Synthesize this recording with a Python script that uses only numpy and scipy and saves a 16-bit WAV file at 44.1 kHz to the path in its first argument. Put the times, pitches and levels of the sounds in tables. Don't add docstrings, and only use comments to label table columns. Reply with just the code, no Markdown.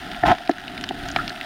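import sys
import numpy as np
from scipy import signal
from scipy.fft import rfft, irfft
from scipy.io import wavfile

SR = 44100
rng = np.random.default_rng(int(sys.argv[2]) if len(sys.argv) > 2 else 0)


def store_wav(level_fs):
    pcm = np.round(np.clip(np.atleast_2d(level_fs), -1, 1) * 32767)
    wavfile.write(sys.argv[1], SR, pcm.T.astype(np.int16))


N = 63945

# f/Hz, t60/s, rise/s
HOUSING_MODES = [(320.8, 0.044, 0.006), (352.5, 0.023, 0.0016), (713.6, .028, 0.0031), (740, 0.019, 0.0054),
                 (1369, 0.049, 0.001), (1774, 0.018, 0.00067)]
TOP_HZ = 15850


def knocks(low_pair_db=-3, mid_pair_db=-7):
    # t/s, level/dB of modes 1-2, 3-4, 5 and 6, t60 factor, pitch factor
    blows = [(.2283, -40, -16.5, -27, -39, 2, 1.06), (0.2352, -9, 2.5, -19, -6.5, 1.18, 1.006),
             (.4055, -58, -19.5, -54, -56, 1.5, 1.015), (0.4935, 2, 5.5, -19.5, -8.5, 0.71, 0.968),
             (0.5081, -11.5, -62, -38, -25.5, .9, 1.01), (0.9081, -13, -5.5, -32, -21, 0.7, 1.044),
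             (1.1611, -16.5, 2, -36, -2.5, 0.54, 1.025), (1.1877, -52, -32, -15.5, -11.5, 0.79, 0.94)]
    out = np.zeros(N)
    for start_s, low, mid, fifth, sixth, t60_factor, pitch in blows:
        modes_db = [low, low + low_pair_db, mid, mid + mid_pair_db, fifth, sixth]
        add(out, start_s, housing(modes_db, t60_factor, pitch))
    return out


def crunch(grit_db=-20, crack_decay_s=0.0022):
    # t/s, ring level/dB, crack level/dB, pitch factor
    fractures = [(.2578, -6, -24, 1.11), (.2645, -34, -19, 0.9), (.2692, -24, -16.5, 1.5),
                 (.2715, -6.5, -21, 1.04), (.279, 0, -21, 0.98), (.2855, 3, -18.5, 1.09),
                 (.298, -26, -22.5, 1.3), (.3028, -1.5, -30, 1.23), (.3075, -4, -22, 1.05),
                 (.3155, 0, -18, 0.98), (.3228, -2, -38, 1), (.339, -12, -54, 1.02), (.35, -18, -29, 1.04)]
    # f/Hz, level/dB
    grit_spectrum = [(200, -30), (300, -32), (400, -26), (520, -23), (620, -8.5), (700, 7), (800, -3.5),
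                     (900, -2), (970, -14), (1050, 1), (1140, -42), (1300, -5.5), (1800, -13.5),
                     (2280, -18), (2700, -21.5), (3500, -22), (4500, -32), (7200, -43), (7900, -59),
                     (8600, -43), (12000, -58), (15500, -75)]
    crack_spectrum = [(700, -13), (1000, -3), (1130, -7.5), (1300, 4), (1900, -6), (2300, -7), (2700, -2),
                      (3600, -3), (4400, -15.5), (7000, -25.5), (7900, -33), (8700, -28.5), (15000, -44)]
    thud_spectrum = [(25, -18), (55, 0), (85, 2), (160, 4.5), (280, -2), (400, -2.5), (520, -32.5)]
    # t/s, level/dB
    bite_force = [(.245, -27), (.254, -1.5), (.26, 5), (.275, -1), (.287, 8), (.299, 7), (.318, 6.5),
                  (.326, 3.5), (.335, -8), (.36, -23), (.375, -34)]
    thud_envelope = [(.18, -78), (.235, -31), (.26, -25.5), (.275, -21), (.295, -21), (.317, -20),
                     (.33, -32), (.345, -41), (.4, -80)]
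    t = np.arange(N) / SR
    out = colour(grains(per_s=2200, spread_db=0.5), grit_spectrum) * curve(bite_force) * undb(grit_db)
    splinters = colour(rng.standard_normal(N), crack_spectrum)
    for start_s, ring_db, crack_db, pitch in fractures:
        ring = housing(modes_db=[-19, -19, 0, -6, -24, -20], t60_factor=0.99, pitch=pitch)
        add(out, start_s, undb(ring_db) * ring)
        out += undb(crack_db) * splinters * (t >= start_s) * np.exp(-np.abs(t - start_s) / crack_decay_s)
    return out + colour(rng.standard_normal(N), thud_spectrum) * curve(thud_envelope)


def snaps(tail_s=0.0023, tail_db=-15.5, tick_db=-17, ring_db=-24.5, skirt_db=-25, edge_db=-20):
    # t/s, click peak/dB, centre f/Hz, width/octaves, top edge f/Hz
    clicks = [(0.027, -27, 2630, 2.1, 5170), (0.1161, -17.5, 2920, 2.4, 5550),
              (0.147, -19.5, 2170, 0.76, 5000), (0.351, -33, 2300, 1.2, 8000), (0.36, -27, 1680, 1.2, 6500),
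              (.3842, -19.5, 1850, 1.16, 6850), (0.4752, -22.5, 2580, 1.6, 5540),
              (.495, -25, 4970, 0.98, 15300), (0.5128, -24.5, 3540, 1.2, 6000),
              (0.514, -23.5, 2260, 2.1, 5100), (0.5833, -22, 1710, 0.71, 7200),
              (0.6799, -20.5, 3200, 0.94, 4600), (0.7778, -18, 2850, 1.5, 5000),
              (0.8112, -23.5, 3280, 0.73, 13900), (0.8397, -13, 2240, 2.5, 6230),
              (0.8901, -13.5, 3030, 0.43, 9700), (1.0866, -16.5, 3330, 3.8, 7600),
              (1.115, -22, 5860, 1.2, 7260), (1.162, -5, 2040, 1.3, 5420), (1.18, -34.5, 6000, 1, 11000),
              (1.279, -13, 3060, 1.6, 6200), (1.2952, -20, 4100, 0.51, 9200),
              (1.304, -20.5, 1680, 0.61, 4460), (1.361, -23.5, 2830, 0.78, 4220),
              (1.412, -14, 2370, 2.5, 4700)]
    size = 1024
    out, t = np.zeros(N), np.arange(size) / SR
    for start_s, peak_db, centre_hz, octaves, edge_hz in clicks:
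        def spectrum_db(hz):
            resonance = skirt_db * (1 - 1 / (1 + (np.log2(hz / centre_hz) / octaves) ** 2))
            top_shelf = edge_db / (1 + (edge_hz / hz) ** 14)
            low_cut = -10 * np.log10(1 + (900 / hz) ** 4)
            return resonance + top_shelf + low_cut

        pulse = undb(tail_db) * rng.standard_normal(size) * np.exp(-t / tail_s)
        pulse[0] = 1
        click = signal.fftconvolve(pulse, response(spectrum_db))[:size]
        bright_tick = edge_hz / TOP_HZ * np.array([1, -2, 1])
        add(out, start_s, undb(peak_db) * click / np.abs(click).max())
        add(out, start_s, undb(peak_db + tick_db) * bright_tick)
        add(out, start_s, undb(peak_db + ring_db) * housing(np.zeros(len(HOUSING_MODES))))
    return out


def housing(modes_db, t60_factor=1, pitch=1, low_cut_hz=216):
    t = np.arange(N // 6) / SR
    ring = np.zeros(len(t))
    for db, (hz, t60_s, rise_s) in zip(modes_db, HOUSING_MODES):
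        envelope = (1 - np.exp(-t / rise_s)) * np.exp(-np.log(1000) * t / (t60_s * t60_factor))
        ring += undb(db) * np.sin(2 * np.pi * hz * pitch * t) * envelope
    return signal.sosfilt(signal.butter(4, low_cut_hz, "high", fs=SR, output="sos"), ring)


def crumbs():
    # f/Hz, level/dB
    spectrum = [(900, -30), (1150, -17), (1370, 10), (1480, -7), (1600, -2), (1850, -7), (2200, -31),
                (3300, -21), (5000, -34.5)]
    # t/s, level/dB
    envelope = [(1.155, -77), (1.17, -26.5), (1.183, -37), (1.192, -27), (1.203, -25), (1.22, -38),
                (1.25, -69), (1.3, -80)]
    return colour(grains(per_s=1500, spread_db=1.3), spectrum) * curve(envelope)


def distant_shrimp(smear_s=0.0017, crackle_db=-36.5, hum_db=-48):
    # f/Hz, level/dB
    spectrum = [(450, -37), (530, -14), (620, 1.5), (715, 6.5), (830, 0.5), (980, -10), (1150, -10.5),
                (1350, 4), (1600, 1), (1900, 0.5), (2250, -8), (2900, -3.5), (3700, -5.5), (4300, -12),
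                (5000, -13), (6200, -22), (7400, -24), (7850, -25), (8400, -21.5), (12000, -29.5),
                (15500, -29)]
    # t/s, level/dB
    envelope = [(0, 0.5), (.13, 1), (.2, -0.5), (.45, -2.5), (.54, -3.5), (.66, -2.5), (.93, -2),
                (1.06, 3.5), (1.13, -0.5), (1.22, 2.5), (1.38, -0.5), (1.45, 1.5)]
    clicks = grains(per_s=5000, spread_db=3.5)
    energy = signal.lfilter([1], [1, -np.exp(-2 / (smear_s * SR))], clicks ** 2)
    crackle = colour(np.sqrt(energy) * rng.standard_normal(N), spectrum)
    hum = unit(signal.lfilter(*signal.iirpeak(HOUSING_MODES[2][0], Q=16, fs=SR), crackle))
    return (undb(crackle_db) * crackle + undb(hum_db) * hum) * curve(envelope)


def water():
    # f/Hz, level/dB
    rumble_spectrum = [(22, -1), (45, 0), (65, -4.5), (100, -4.5), (140, -2), (190, -13.5)]
    wash_spectrum = [(120, -18.5), (175, -6.5), (215, -5.5), (262, 0), (300, -1.5), (330, -10), (372, -4.5),
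                     (420, -17.5), (520, -16)]
    # t/s, level/dB
    rumble_envelope = [(0, -44), (.14, -46.5), (.22, -52), (.45, -52), (.66, -50.5), (.78, -44.5),
                       (.95, -46.5), (1.06, -35), (1.2, -38.5), (1.3, -44.5), (1.38, -51), (1.45, -44)]
    wash_envelope = [(0, -43.5), (.06, -38), (.14, -36.5), (.21, -48), (.4, -42.5), (.53, -51),
                     (.66, -40.5), (.78, -38), (.97, -37.5), (1.08, -38), (1.22, -34.5), (1.31, -39.5),
                     (1.38, -45.5), (1.45, -45.5)]
    rumble = colour(rng.standard_normal(N), rumble_spectrum) * curve(rumble_envelope)
    wash = colour(rng.standard_normal(N), wash_spectrum) * curve(wash_envelope)
    return rumble + wash


def water_bumps(hz=42, half_width_s=0.013):
    # t/s, level/dB
    pushes = [(0.037, -47), (0.191, -35.5), (1.185, -42)]
    t = np.arange(N) / SR
    return sum(undb(db) * np.sin(2 * np.pi * hz * (t - at_s)) * np.exp(-((t - at_s) / half_width_s) ** 2)
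               for at_s, db in pushes)


def grains(per_s, spread_db):
    chance, size, sign = rng.random(N), rng.exponential(size=N), rng.choice([-1, 1], N)
    return (chance < per_s / SR) * sign * undb(spread_db * np.minimum(size, 5))


def colour(x, spectrum):
    hz, db = np.array(spectrum, float).T
    hz, db = np.r_[hz[0] / 2, hz, hz[-1] * 2], np.r_[db[0] - 30, db, db[-1] - 60]
    impulse = response(lambda f: np.interp(np.log(f), np.log(hz), db))
    return unit(signal.fftconvolve(x, impulse)[:N])


def response(db_at, size=4096):
    hz = np.maximum(np.arange(size // 2 + 1) * SR / size, 1)
    cepstrum = irfft(db_at(hz) * np.log(10) / 20)
    cepstrum[1:size // 2] *= 2
    cepstrum[size // 2 + 1:] = 0
    return irfft(np.exp(rfft(cepstrum)))


def curve(rows):
    return undb(np.interp(np.arange(N) / SR, *np.array(rows).T))


def undb(db):
    return 10 ** (np.asarray(db) / 20)


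def unit(x):
    return x / np.sqrt(np.mean(x ** 2))


def add(out, start_s, x):
    i = max(int(start_s * SR), 0)
    out[i:i + len(x)] += x[:max(N - i, 0)]


def scene():
    return (knocks() + snaps() + crunch() + crumbs() + distant_shrimp() + water() + water_bumps())[None]


def record(dry):
    # f/Hz, width/Hz
    notches = [(522, 80), (7880, 270)]
    for hz, width_hz in notches:
        dry = signal.lfilter(*signal.iirnotch(hz, hz / width_hz, fs=SR), dry)
    return signal.sosfilt(signal.ellip(8, .2, 70, TOP_HZ, fs=SR, output="sos"), np.tanh(dry))


dry = scene()
out = record(dry)
store_wav(out)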